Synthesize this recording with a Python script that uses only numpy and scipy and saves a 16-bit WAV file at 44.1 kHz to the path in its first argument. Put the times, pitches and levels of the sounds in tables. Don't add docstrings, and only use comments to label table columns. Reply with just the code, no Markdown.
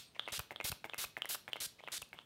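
import sys
import numpy as np
from scipy import signal
from scipy.fft import rfft, irfft, next_fast_len
from scipy.io import wavfile
from scipy.ndimage import uniform_filter1d

SR = 44100
rng = np.random.default_rng(int(sys.argv[2]) if len(sys.argv) > 2 else 0)


def master_out(mix):
    frames = np.transpose(np.atleast_2d(mix))
    ceiling = np.clip(frames, -1, 1)
    pcm = np.round(ceiling * 32767).astype(np.int16)
    wavfile.write(sys.argv[1], SR, pcm)


N = 99225
LEAD = SR // 10
M = N + LEAD
TIME = (np.arange(M) - LEAD) / SR
RING_TIME = np.arange(SR // 20) / SR
CONTACT_S = 0.000071
TOP_OUT, SNAP, KNOCK, KNOCK_REBOUND, BOTTOM, BOTTOM_REBOUND, RATTLE, TAP = range(8)

# (time [s], level [dB])
HEAD_STOPS = [(0.5079, -32.5), (0.843, -30.5), (1.168, -32.5), (1.4791, -33.5), (2.1302, -38)]


def amp(db):
    return 10 ** (np.asarray(db) / 20)


def unit(x):
    return x / np.sqrt(np.mean(x ** 2) + 1e-20)


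def along(points, hz):
    f, v = np.transpose(points)
    return np.interp(np.log(hz + 1), np.log(f + 1), v)


def filtered(x, response):
    m = next_fast_len(len(x) + 8192)
    return irfft(rfft(x, m) * response(np.fft.rfftfreq(m, 1 / SR)), m)[:len(x)]


def resonance(hz, width_hz, order=1):
    return lambda f: (1j * f * width_hz / (hz * hz - f * f + 1j * f * width_hz)) ** order


def gate(start, length, rise_s, fall_s):
    return np.clip(np.minimum((TIME - start) / rise_s, (start + length - TIME) / fall_s), 0, 1)


def onset(rise_s):
    return 1 - np.exp(-(RING_TIME / rise_s) ** 2)


def decay(db, t60_s, t=RING_TIME):
    return amp(db - 60 * t / t60_s)


def flicker(depth_db, samples):
    return amp(depth_db * unit(uniform_filter1d(rng.standard_normal(M), size=samples)))


def add(out, start, sound):
    at = round(start * SR) + LEAD
    out[at:at + len(sound)] += sound[:M - at]


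def room_tone():
    # (frequency [Hz], relative density [dB])
    spectrum = [(20, -20), (45, 0), (70, 0), (130, 4.5), (300, -5.5), (1000, -13), (4000, -23.5),
                (16000, -28)]
    return amp(-68.5) * unit(filtered(rng.standard_normal(M), lambda f: amp(along(spectrum, f))))


def whine():
    tone = unit(filtered(rng.standard_normal(M), resonance(8540, width_hz=25, order=2)))
    return amp(-91) * flicker(depth_db=7, samples=5000) * tone


def mist():
    # (time [s], length [s], hiss [dB], treble lift [dB], top lift [dB], air push [dB])
    jets = [(-.075, 0.071, -38.5, -4, 1.5, -51.5), (.32, 0.062, -40, -2.5, -4.5, -38.5),
            (0.391, 0.0065, -39, -1.5, 7.5, -35), (0.641, 0.058, -40, -0.5, 3.5, -33.5),
            (0.7157, 0.006, -37, 0.5, 0.5, -33.5), (0.979, 0.071, -41, -2, 3.5, -42.5),
            (1.289, 0.067, -42, 1, 6.5, -69), (1.602, 0.063, -42.5, 3, -4.5, -47.5),
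            (1.918, 0.064, -42, 1.5, -18, -50), (2.017, 0.0064, -41.5, -1, -1, -48.5)]
    # (frequency [Hz], relative density [dB])
    spectrum = [(180, -61), (300, -13), (978, -11.5), (1430, -4), (1900, -7), (2210, -5), (3830, 2.5),
                (5250, -2), (12100, -2.5), (14700, -9), (16000, -9.5)]
    # (time [s], level [dB])
    ticks = [(.283, -50), (0.307, -57), (0.605, -65), (.631, -55), (0.9434, -40), (.966, -64),
             (1.2556, -39.5), (1.278, -71), (1.562, -50), (1.881, -62), (1.908, -63), (2.089, -58.5),
             (2.156, -64)]
    push_lag_s, tick_s = 0.00322, 0.0024
    sputter = rng.standard_normal(M) * flicker(depth_db=1.2, samples=60)
    hiss = unit(filtered(sputter, lambda f: amp(along(spectrum, f))))
    treble = filtered(hiss, lambda f: 1 / (1 + (6000 / (f + 1)) ** 4))
    top = filtered(hiss, lambda f: 1 / (1 + (12000 / (f + 1)) ** 8))
    spray, flow = np.zeros((2, M))
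    for start, length, db, treble_db, top_db, push_db in jets:
        jet = hiss + (amp(treble_db) - 1) * treble + (amp(top_db) - 1) * top
        spray += amp(db) * gate(start, length, min(.002, length / 4), .0025) * jet
        flow += amp(push_db) * gate(start + push_lag_s, length, .0018, min(.0021, length / 2))
    for start, db in ticks:
        spray += amp(db) * gate(start, tick_s, tick_s / 2, tick_s / 2) * treble
    return spray, filtered(flow, resonance(105, width_hz=260))


def plunger_rub():
    # (time [s], length [s], level [dB], resonance [Hz])
    slides = [(0.147, 0.039, -57.5, 2100), (0.187, 0.12, -64.5, 3020), (0.281, 0.039, -52, 2430),
              (0.53, 0.26, -74.5, 2930), (0.886, 0.11, -66.5, 3030), (1.24, 0.059, -61.5, 3120),
              (1.513, 0.099, -63.5, 2970), (1.784, 0.042, -61, 2180), (1.825, 0.12, -66, 2980),
              (2.146, 0.1, -67, 2800)]
    out = np.zeros(M)
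    grains = rng.standard_normal(M) * flicker(depth_db=3.5, samples=120)
    broad = amp(-4) * unit(filtered(grains, resonance(1100, width_hz=1800, order=2)))
    for start, length, db, hz in slides:
        rub = unit(filtered(grains, resonance(hz, width_hz=980, order=2)))
        out += amp(db) * gate(start, length, rise_s=.002, fall_s=.03) * (rub + broad)
    return out


def radiated(x, corner_hz=302):
    return filtered(x, lambda f: (1j * f / (corner_hz + 1j * f)) ** 3)


def crack(db):
    burst = decay(db, t60_s=.006) * onset(CONTACT_S) * rng.standard_normal(len(RING_TIME))
    return filtered(burst, resonance(4200, width_hz=4900))


def strike(db, kind, sign, rise_s=.00016):
    # (frequency [Hz], t60 [s], then a weight [dB] for each kind of contact)
    modes = [(342, 0.02, -40.5, -43, -20, -54, -36, -22, -5, -20),
             (616, 0.006, -22, 2.5, 6.5, 0, -4, -37, 4.5, 12),
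             (884, 0.0081, 0, -3.5, -2, -8, -13, -7.5, -14, -2),
             (1302, 0.005, -4, 8.5, 1.5, 6, 8, -0.5, -11.5, -28),
             (1715, 0.0065, 6, -2, -21, 0.5, -13, -12, -20, -30),
             (2103, 0.013, 2, -12, 3, 3.5, -6, -32, -4, -36),
             (2610, 0.015, -11.5, -14.5, 3, -6, -7.5, 1, -8, -4),
             (3364, 0.017, -14, -1.5, -32, -14, -5, -10, -10.5, -20),
             (5200, 0.0039, -8.5, -20, -28, -28, -15, -4, -24, -35)]
    crack_db = [-18, -35, -17, -6.5, -25, -38, -45, -30]
    hz, t60, *weights = np.transpose(modes)
    level_scatter, pitch_scatter = rng.standard_normal((2, len(hz)))
    detuned_hz = hz * (1 + .035 * pitch_scatter)
    rings = np.sin(2 * np.pi * np.outer(detuned_hz, RING_TIME)) * decay(0, t60[:, None])
    gains = amp(db + weights[kind] + 2.6 * level_scatter)
    body = sign * onset(rise_s) * (gains @ rings)
    softened = filtered(body, lambda f: 1 / (1 + 1j * np.pi * f * CONTACT_S) ** 3)
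    return radiated(softened) + crack(db + crack_db[kind])


def soft_taps():
    # (time [s], level [dB])
    taps = [(.1638, -45), (1.7935, -51.5), (1.799, -58), (1.8047, -44), (1.837, -41), (1.864, -55)]
    out = np.zeros(M)
    for start, db in taps:
        add(out, start, strike(db, TAP, sign=1, rise_s=.00066))
    return out


def valve_snaps():
    # (time [s], ring level [dB], ring pitch [Hz], thud [dB], crack [dB])
    snaps = [(0.1949, -24, 3370, -34, -40.5), (0.2562, -40.5, 3600, -67, -68),
             (0.5605, -33, 3390, -40, -44.5), (.568, -47, 3500, -69, -67.5),
             (0.8968, -38, 3400, -39.5, -50), (1.22, -24, 3050, -38, -36), (1.238, -60, 3020, -58, -67),
             (1.532, -24.5, 3050, -38.5, -34.5), (1.545, -53, 3440, -64, -68),
             (1.7905, -52, 2150, -70, -63), (1.806, -57, 2780, -67, -58), (1.815, -55, 3240, -71, -70),
             (1.838, -45.5, 3150, -52, -53), (1.8445, -50, 3620, -68, -68), (1.8687, -45, 3080, -62, -65),
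             (2.1886, -40, 3360, -41.5, -54)]
    out = np.zeros(M)
    burst = np.exp(-(RING_TIME / .0017) ** 3)
    envelope = onset(.0004) * (burst + decay(-14.5, t60_s=.017))
    for start, db, hz, thud_db, crack_db in snaps:
        ring = -amp(db) * envelope * np.sin(2 * np.pi * hz * RING_TIME)
        add(out, start, crack(crack_db) + strike(thud_db, SNAP, sign=-1) + radiated(ring))
    return out


def plunger_knocks():
    # (time [s], level [dB])
    knocks = [(.2768, -33.5), (.3308, -41.5), (.6017, -32), (.6525, -38.5), (.935, -34.5), (.9903, -41.5),
              (1.2466, -36.5), (1.3004, -40.5), (1.5577, -37), (1.6135, -43.5), (1.8757, -36),
              (1.9305, -44.5)]
    # (time [s], level [dB])
    bottoms = [(.3937, -32), (.7183, -31.5), (1.0416, -32.5), (1.3478, -32.5), (2.0197, -38.5)]
    out = np.zeros(M)
    for blows, kind, rebound, rebound_s in ((knocks, KNOCK, KNOCK_REBOUND, .0092),
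                                            (bottoms, BOTTOM, BOTTOM_REBOUND, .0069)):
        for start, db in blows:
            add(out, start, strike(db, kind, sign=-1))
            add(out, start + rebound_s, strike(db, rebound, sign=-1))
    return out


def head_rattle(gap_s=.0055):
    out = np.zeros(M)
    for start, db in HEAD_STOPS:
        add(out, start, strike(db, TOP_OUT, sign=1))
        fizz = gate(start, .023, rise_s=.00096, fall_s=.0054) * rng.standard_normal(M)
        out += amp(db - 28.5) * fizz
        for step, (shift, size) in enumerate(rng.random((3, 2))):
            delay = (step + 1 + .585 * shift) * gap_s
            bounce_db = db - 7.5 + 4 * size - 2 * step
            add(out, start + delay, strike(bounce_db, RATTLE, np.sign(size - .5), rise_s=.00033))
    return out


def top_out_thumps(hz=136, lag_s=.00536):
    out, t = np.zeros(M), np.arange(SR // 10) / SR
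    for start, db in HEAD_STOPS:
        add(out, start + lag_s, decay(db - 17, t60_s=.037, t=t) * np.sin(2 * np.pi * hz * t))
    return out


def room_answer(x, delay_s=.004):
    # (frequency [Hz], t60 [s])
    decay_times = [(200, 0.47), (1000, 0.25), (4000, 0.42), (8000, 0.24), (15000, 0.21)]
    hz, t, noise = signal.stft(rng.standard_normal(SR // 2), SR, nperseg=256)
    tail = signal.istft(noise * decay(0, along(decay_times, hz)[:, None], t), SR, nperseg=256)[1]
    delayed = np.pad(x, (round(delay_s * SR), 0))
    return signal.fftconvolve(delayed, tail / np.linalg.norm(tail))[:M]


def scene():
    spray, air_push = mist()
    bottle = spray + plunger_rub() + soft_taps() + valve_snaps() + plunger_knocks() + head_rattle()
    room = amp(-12.5) * room_answer(bottle) + room_tone() + whine()
    return (bottle + air_push + top_out_thumps() + room)[None, LEAD:]


def record(dry):
    low_hz, top_hz, edge_hz = 39.7, 15950, 250

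    def microphone(f):
        low_cut = (1j * f / (low_hz + 1j * f)) ** 4
        return low_cut * np.clip((top_hz - f) / edge_hz, 0, 1)

    return filtered(dry[0], microphone)[None]


dry = scene()
out = record(dry)
master_out(out)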